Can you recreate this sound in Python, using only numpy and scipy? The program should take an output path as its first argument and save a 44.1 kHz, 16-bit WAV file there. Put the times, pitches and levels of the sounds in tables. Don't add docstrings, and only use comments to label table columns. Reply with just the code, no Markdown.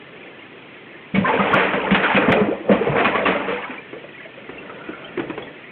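import sys
import numpy as np
from scipy import signal
from scipy.fft import rfft, irfft, next_fast_len
from scipy.io import wavfile

SR = 44100
rng = np.random.default_rng(int(sys.argv[2]) if len(sys.argv) > 2 else 0)


def dump_mix(stems):
    frames = np.atleast_2d(stems).T
    limited = np.clip(frames, -1, 1)
    pcm = np.round(limited * 32767).astype(np.int16)
    wavfile.write(sys.argv[1], SR, pcm)


N = 251811


def amp(db):
    return 10 ** (np.asarray(db) / 20)


def unit(x):
    return x / np.sqrt(np.mean(x ** 2) + 1e-20)


def add(track, start_s, sound):
    start = max(0, round(start_s * SR))
    track[start:start + len(sound)] += sound[:len(track) - start]


def filtered(x, gain):
    size = next_fast_len(len(x) + 8192)
    hz = np.fft.rfftfreq(size, 1 / SR) + 1
    return irfft(rfft(x, size) * gain(hz), size)[:len(x)]


def coloured(x, points):
    hz, db = np.transpose(points)
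    return filtered(x, lambda f: amp(np.interp(np.log(f), np.log(hz), db)))


def plateau(start_s, stop_s, rise_db_per_s, fall_db_per_s):
    t = np.arange(N) / SR
    return amp(-rise_db_per_s * np.maximum(start_s - t, 0) - fall_db_per_s * np.maximum(t - stop_s, 0))


def swell_decay(t, attack_s, t60_s):
    return (1 - np.exp(-t / attack_s)) * np.exp(-np.log(1000) * t / t60_s)


def ring(t, hz, t60_s, rise, attack_s):
    return np.sin(2 * np.pi * hz * t * (1 + rise * t / t60_s / 2)) * swell_decay(t, attack_s, t60_s)


def swarm(count, low_hz, high_hz, cycles, spread_db, rise):
    rate_hz, length = SR / 4, N // 4 + 1
    when, pitch, life, strength = rng.random((count, 4)).T[:, :, None]
    hz = low_hz * (high_hz / low_hz) ** pitch
    t60_s = cycles * (.5 + life) / hz
    steps = np.arange(1000000 // count)
    gain = amp(spread_db * np.minimum(-np.log(1 - strength), np.pi)) * np.sqrt(hz / low_hz)
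    waves = gain * ring(steps / rate_hz, hz, t60_s, rise, attack_s=.5 / hz)
    positions = (when * length).astype(int) + steps
    mixed = np.bincount(positions.ravel(), waves.ravel(), length)[:length]
    return unit(irfft(rfft(mixed), 4 * length)[:N])


# frequency in Hz, relative level in dB.
ROOM_NOISE_HZ_DB = [(25, -23), (80, -14), (130, -2), (220, -1.5), (380, 1.5), (520, -3.5), (750, -9),
                    (1400, -9.5), (2000, -11.5), (2600, -8), (4500, -6.5), (5500, -61)]


def room_noise():
    return amp(-41.5) * unit(coloured(rng.standard_normal(N), ROOM_NOISE_HZ_DB))


# centre in seconds, half-width in seconds, rise in dB.
TRICKLE_RISES = [(0.198, 0.059, 5.5), (4.173, 0.098, 2.5)]


def trickle(calm_db=-46.5, foamy_db=-45):
    t = np.arange(N) / SR
    fizz = swarm(count=2200, low_hz=1700, high_hz=3418, cycles=140, spread_db=2.5, rise=0.038)
    fizz = unit(filtered(fizz, lambda f: 1 / np.sqrt(1 + (f / 2900) ** 4)))
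    thrash_span_s = [THRASH_BOUTS[0][0][0], THRASH_BOUTS[-1][-1][0]]
    level_db = np.interp(t, thrash_span_s, [calm_db, foamy_db])
    level_db += sum(db * np.exp(-((t - s) / half_s) ** 2) for s, half_s, db in TRICKLE_RISES)
    return amp(level_db) * fizz


# start in seconds, stop in seconds, level in dB.
SLOSH_SPANS = [(0.175, .3, -47.5), (4.516, 5.483, -42)]


def slosh_gain(edge_db_per_s=108):
    return sum(amp(db) * plateau(start_s, stop_s, edge_db_per_s, edge_db_per_s)
               for start_s, stop_s, db in SLOSH_SPANS)


def bubble(hz, t60_s, shake_rad):
    t = np.arange(SR // 3) / SR
    shake = unit(filtered(rng.standard_normal(len(t)), lambda f: np.exp(-f / 70)))
    shaken_t = np.abs(t + shake_rad * shake / (2 * np.pi * hz))
    return ring(shaken_t, hz, t60_s, rise=.1, attack_s=0.0028)


# start in seconds, pitch in Hz, relative level in dB, t60 in seconds.
AIR_POCKETS = [(.205, 363, -35, .15), (.261, 333, -38, 0.17), (0.391, 2740, -27, 0.036),
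               (.421, 2130, -32.5, 0.07), (1.139, 190.3, -15, 0.2), (1.147, 2210, -16.5, 0.11),
               (1.18, 195, -4, 0.055), (1.204, 169, -14.5, .14), (1.244, 1030, -12.5, 0.13),
               (1.252, 1514, -13, 0.056), (1.256, 1760, -15, 0.079), (1.293, 870, -12.5, 0.15),
               (1.335, 478, -13, 0.084), (1.39, 194.4, -14, 0.21), (1.394, 1230, -11, 0.11),
               (1.528, 1092, -8.5, 0.095), (1.536, 1394, -5.5, 0.06), (1.539, 156, -17, 0.14),
               (1.635, 522, -12.5, 0.057), (1.739, 189.7, -18.5, 0.12), (1.747, 586, -19, 0.13),
               (1.916, 199.8, -6.5, .12), (2.041, 1433, -13.5, .11), (2.102, 863, -10, 0.063),
               (2.146, 197, -10, .11), (2.163, 2460, -10, 0.045), (2.175, 501, -5.5, 0.055),
               (2.187, 283.6, -10, 0.081), (2.283, 235, -5, 0.074), (2.293, 471, -9.5, 0.053),
               (2.3, 158.6, -7.5, .083), (2.37, 422.3, -14, 0.2), (2.403, 413.4, -11.5, 0.13),
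               (2.413, 205, -11, .17), (2.484, 324, -10, .069), (2.51, 439, -7.5, 0.044),
               (2.523, 545, -15, 0.075), (2.606, 324, -21.5, 0.088), (2.645, 562, -26, 0.062),
               (2.691, 499, -8, 0.045), (2.698, 207.4, -8, 0.11), (2.711, 476, -3.5, 0.076),
               (2.724, 215, -10, 0.096), (2.811, 452, -6.5, 0.065), (2.869, 459, -6.5, .07),
               (2.872, 166.4, -16, 0.056), (2.894, 149.8, -15.5, 0.2), (2.955, 468, -12.5, 0.058),
               (2.998, 682, -13.5, 0.099), (3.045, 2430, -14.5, 0.11), (3.054, 1109, -8, 0.051),
               (3.06, 211.5, -13.5, 0.11), (3.146, 1116, -13.5, 0.12), (3.253, 2700, -11, .05),
               (3.257, 1142, -10, 0.062), (3.352, 560, -13, 0.074), (3.481, 453.4, -17.5, 0.18),
               (3.526, 476, -18.5, 0.16), (3.638, 2170, -21.5, .068), (3.695, 254.5, -24.5, 0.11),
               (3.779, 2343, -25.5, 0.064)]


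def air_pockets():
    out = np.zeros(N)
    for start_s, hz, db, t60_s in AIR_POCKETS:
        add(out, start_s, amp(db + 1.5) * bubble(hz, t60_s, shake_rad=0.46))
    return out


def patter(size, per_s, spread_db):
    hits = rng.random(size) < per_s / SR
    return unit(hits * rng.standard_normal(size) * amp(spread_db * rng.standard_normal(size)))


def splash(hz, attack_s, t60_s, octaves=1.63, skirt_db=-19):
    t = np.arange(SR // 3) / SR
    hump = lambda f: np.exp(-(np.log2(f / hz) / octaves) ** 2)
    skirt = lambda f: amp(skirt_db) * np.exp(-f / 6000) * f / (f + 200)
    droplets = filtered(patter(len(t), per_s=7000, spread_db=0), lambda f: hump(f) + skirt(f))
    return unit(droplets) * swell_decay(t, attack_s, t60_s)


# start in seconds, relative splash level in dB, t60 in seconds, centre in Hz, surge in dB.
TAIL_SLAPS = [(1.143, -20, 0.3, 2500, -19.5), (1.25, -24.5, .12, 1400, -34),
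              (1.274, -16.5, .18, 1000, -31.5), (1.335, -20.5, .15, 2000, -19),
              (1.392, -22.5, 0.7, 1200, -24), (1.51, -20.5, 0.71, 1040, -16),
              (1.538, -15.5, 0.67, 1406, -15.5), (1.63, -16.5, 0.14, 1700, -24.5),
              (1.733, -14.5, .11, 950, -21.5), (1.907, -14, 0.16, 1910, -22),
              (1.944, -8.5, 0.12, 1730, -22), (2.028, -13.5, 0.22, 1400, -24),
              (2.099, -21, 0.24, 1700, -39), (2.139, -17.5, 0.3, 1500, -26.5),
              (2.163, -10, .09, 1890, -19.5), (2.221, -17.5, 0.066, 1076, -28),
              (2.286, -15.5, 0.11, 820, -14.5), (2.318, -8, 0.096, 1970, -19.5),
              (2.4, -23, 0.1, 1390, -21.5), (2.647, -50, .2, 700, -35), (2.692, -21, 0.091, 583, -13.5),
              (2.709, -18, 0.24, 1410, -19), (2.81, -26, 0.49, 1000, -32), (2.87, -28, 0.1, 1500, -22.5),
              (2.95, -17, 0.43, 700, -21.5), (2.977, -17, 0.15, 1680, -22),
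              (2.998, -16.5, 0.13, 1200, -28.5), (3.044, -10.5, 0.15, 2000, -20.5),
              (3.146, -17, 0.16, 1280, -19.5), (3.253, -14, 0.34, 1800, -16.5),
              (3.399, -27, 0.098, 1220, -43), (3.478, -23.5, 0.35, 1980, -24.5)]


def slaps():
    out = np.zeros(N)
    for start_s, db, t60_s, hz, _ in TAIL_SLAPS:
        add(out, start_s, amp(db + 1.5) * splash(hz, attack_s=0.027 * t60_s, t60_s=t60_s))
    return out


def surge_power():
    power, t = np.zeros(N), np.arange(SR // 2) / SR
    stirs = [(s, db) for s, *_, db in TAIL_SLAPS] + [(s, db - 10) for s, db, *_ in FALLING_DROPS]
    for start_s, db in stirs:
        add(power, start_s, (amp(db) * swell_decay(t, attack_s=0.0063, t60_s=0.43)) ** 2)
    return power


# time in seconds, relative spray level in dB, relative churn level in dB.
THRASH_BOUTS = [
    [(1.25, -34, -25), (1.316, -26.5, -26.5), (1.412, -23, -29.5), (1.538, -25, -28.5),
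     (1.752, -28.5, -28.5), (1.972, -25, -25.5), (2.108, -21, -33.5), (2.264, -25, -22),
     (2.376, -27.5, -24), (2.486, -36, -31), (2.58, -41.5, -37)],
    [(2.7, -36, -20), (2.746, -35.5, -34), (2.874, -31, -25), (3.15, -26, -26), (3.42, -30.5, -28.5),
     (3.53, -30, -37), (3.642, -32, -41.5), (3.746, -36.5, -40.5), (3.84, -57, -52)],
]


def thrash_gains(rise_db_per_s=400):
    t = np.arange(N) / SR
    thrown, stirred = np.zeros((2, N))
    for bout in THRASH_BOUTS:
        s, spray_db, churn_db = np.transpose(bout)
        thrown += amp(np.interp(t, s, spray_db)) * plateau(s[0], s[-1], rise_db_per_s, 261.5)
        stirred += amp(np.interp(t, s, churn_db)) * plateau(s[0], s[-1], rise_db_per_s, 155.5)
    return thrown, stirred


# frequency in Hz, relative level in dB. The tank booms near 200 and 450 Hz.
CHURN_HZ_DB = [(25, -31.5), (70, -10.5), (110, -17.5), (150, -8), (200, -0.5), (245, -6), (300, -2.5),
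               (350, -11), (440, 0), (570, -2), (760, -9.5), (1200, -16.5), (2500, -50.5)]


def churn(stirred):
    gurgle = swarm(count=1200, low_hz=240.8, high_hz=907, cycles=35, spread_db=3.5, rise=.2)
    gurgle = unit(coloured(gurgle, CHURN_HZ_DB))
    wash = unit(coloured(rng.standard_normal(N), CHURN_HZ_DB))
    power = (amp(-.5) * stirred) ** 2 + slosh_gain() ** 2 + surge_power()
    return np.sqrt(power) * unit(gurgle + amp(2) * wash)


# frequency in Hz, relative level in dB.
SPRAY_HZ_DB = [(200, -34.5), (600, -3.5), (900, 0.5), (1150, -1), (1350, -1.5), (1900, -1.5), (2450, -1),
               (4500, -9.5)]


def spray(thrown):
    fizz = swarm(count=3200, low_hz=684.7, high_hz=3684, cycles=49, spread_db=3.5, rise=0.18)
    droplets = amp(4) * patter(N, per_s=7000, spread_db=-2.5)
    gain = amp(1) * thrown + amp(-45.5) * runoff_gain()
    return gain * unit(coloured(fizz + droplets, SPRAY_HZ_DB))


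# time in seconds, nominal peak in dB.
OVERLOAD_CLICKS = [(1.5429, -11.5), (1.5502, -29), (2.3229, -13), (2.328, -26)]


def overload_clicks(corner_hz=3000):
    clicks = np.zeros(N)
    for s, db in OVERLOAD_CLICKS:
        clicks[round(s * SR)] = amp(db) * SR / (np.pi * corner_hz)
    return filtered(clicks, lambda f: 1 / (1 + (f / corner_hz) ** 2))


# start in seconds, impact level in dB, bubble pitch in Hz, bubble level in dB.
FALLING_DROPS = [(3.929, -30.5, 403, -21.5), (3.962, -54, 454, -23.5), (4.038, -42, 552, -27),
                 (4.203, -41.5, 1940, -30), (4.254, -49, 608, -27.5), (4.375, -41, 534, -28),
                 (4.491, -32, 380, -25), (4.58, -53, 2680, -23.5), (4.695, -35, 1286, -28),
                 (4.887, -34, 305, -17), (5.044, -41, 3090, -23.5), (5.174, -25.5, 345, -11),
                 (5.194, -21, 332, -13), (5.297, -26.5, 304, -16.5), (5.376, -27, 383, -19.5),
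                 (5.422, -36.5, 3310, -22.5)]


def drips(shake_rad=0.95):
    out = np.zeros(N)
    for start_s, impact_db, hz, bubble_db in FALLING_DROPS:
        impact = amp(impact_db) * splash(hz=1165, attack_s=0.0013, t60_s=0.089)
        thud = amp(impact_db - 12) * bubble(hz=144.2, t60_s=0.54, shake_rad=shake_rad)
        plink = amp(bubble_db) * bubble(hz, t60_s=0.081, shake_rad=shake_rad)
        add(out, start_s, impact + thud + plink)
    return out


def runoff_gain():
    return plateau(start_s=4.88, stop_s=4.93, rise_db_per_s=33.5, fall_db_per_s=33.5)


def stream(centre_hz=1425, width_hz=140):
    band = lambda f: np.exp(-((f - centre_hz) / width_hz) ** 2)
    return amp(-44) * runoff_gain() * unit(filtered(patter(N, per_s=860, spread_db=3), band))


def reverb(x, t60_s=0.41, gap_s=0.0075):
    t = np.arange(SR // 2) / SR
    tail = rng.standard_normal(len(t)) * np.exp(-np.log(1000) * t / t60_s) * (t > gap_s)
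    return signal.fftconvolve(x, tail / np.linalg.norm(tail))[:N]


def scene():
    thrown, stirred = thrash_gains()
    water = spray(thrown) + churn(stirred) + slaps() + air_pockets() + drips() + stream()
    return (water + amp(-10.5) * reverb(water) + trickle() + room_noise())[None]


# frequency in Hz, microphone gain in dB.
MICROPHONE_HZ_DB = [(25, -6.5), (140, 0.5), (2500, 1), (2850, -3.5), (3250, -4.5), (3600, -12.5),
                    (4000, -21), (4350, -34), (4650, -57.5), (5200, -100)]


def record(dry, ceiling=0.64, top_hz=16000):
    clipped = dry[0] / (1 + np.abs(dry[0] / ceiling) ** 6) ** (1 / 6)
    return filtered(coloured(clipped, MICROPHONE_HZ_DB) + overload_clicks(), lambda f: f < top_hz)[None]


dry = scene()
out = record(dry)
dump_mix(out)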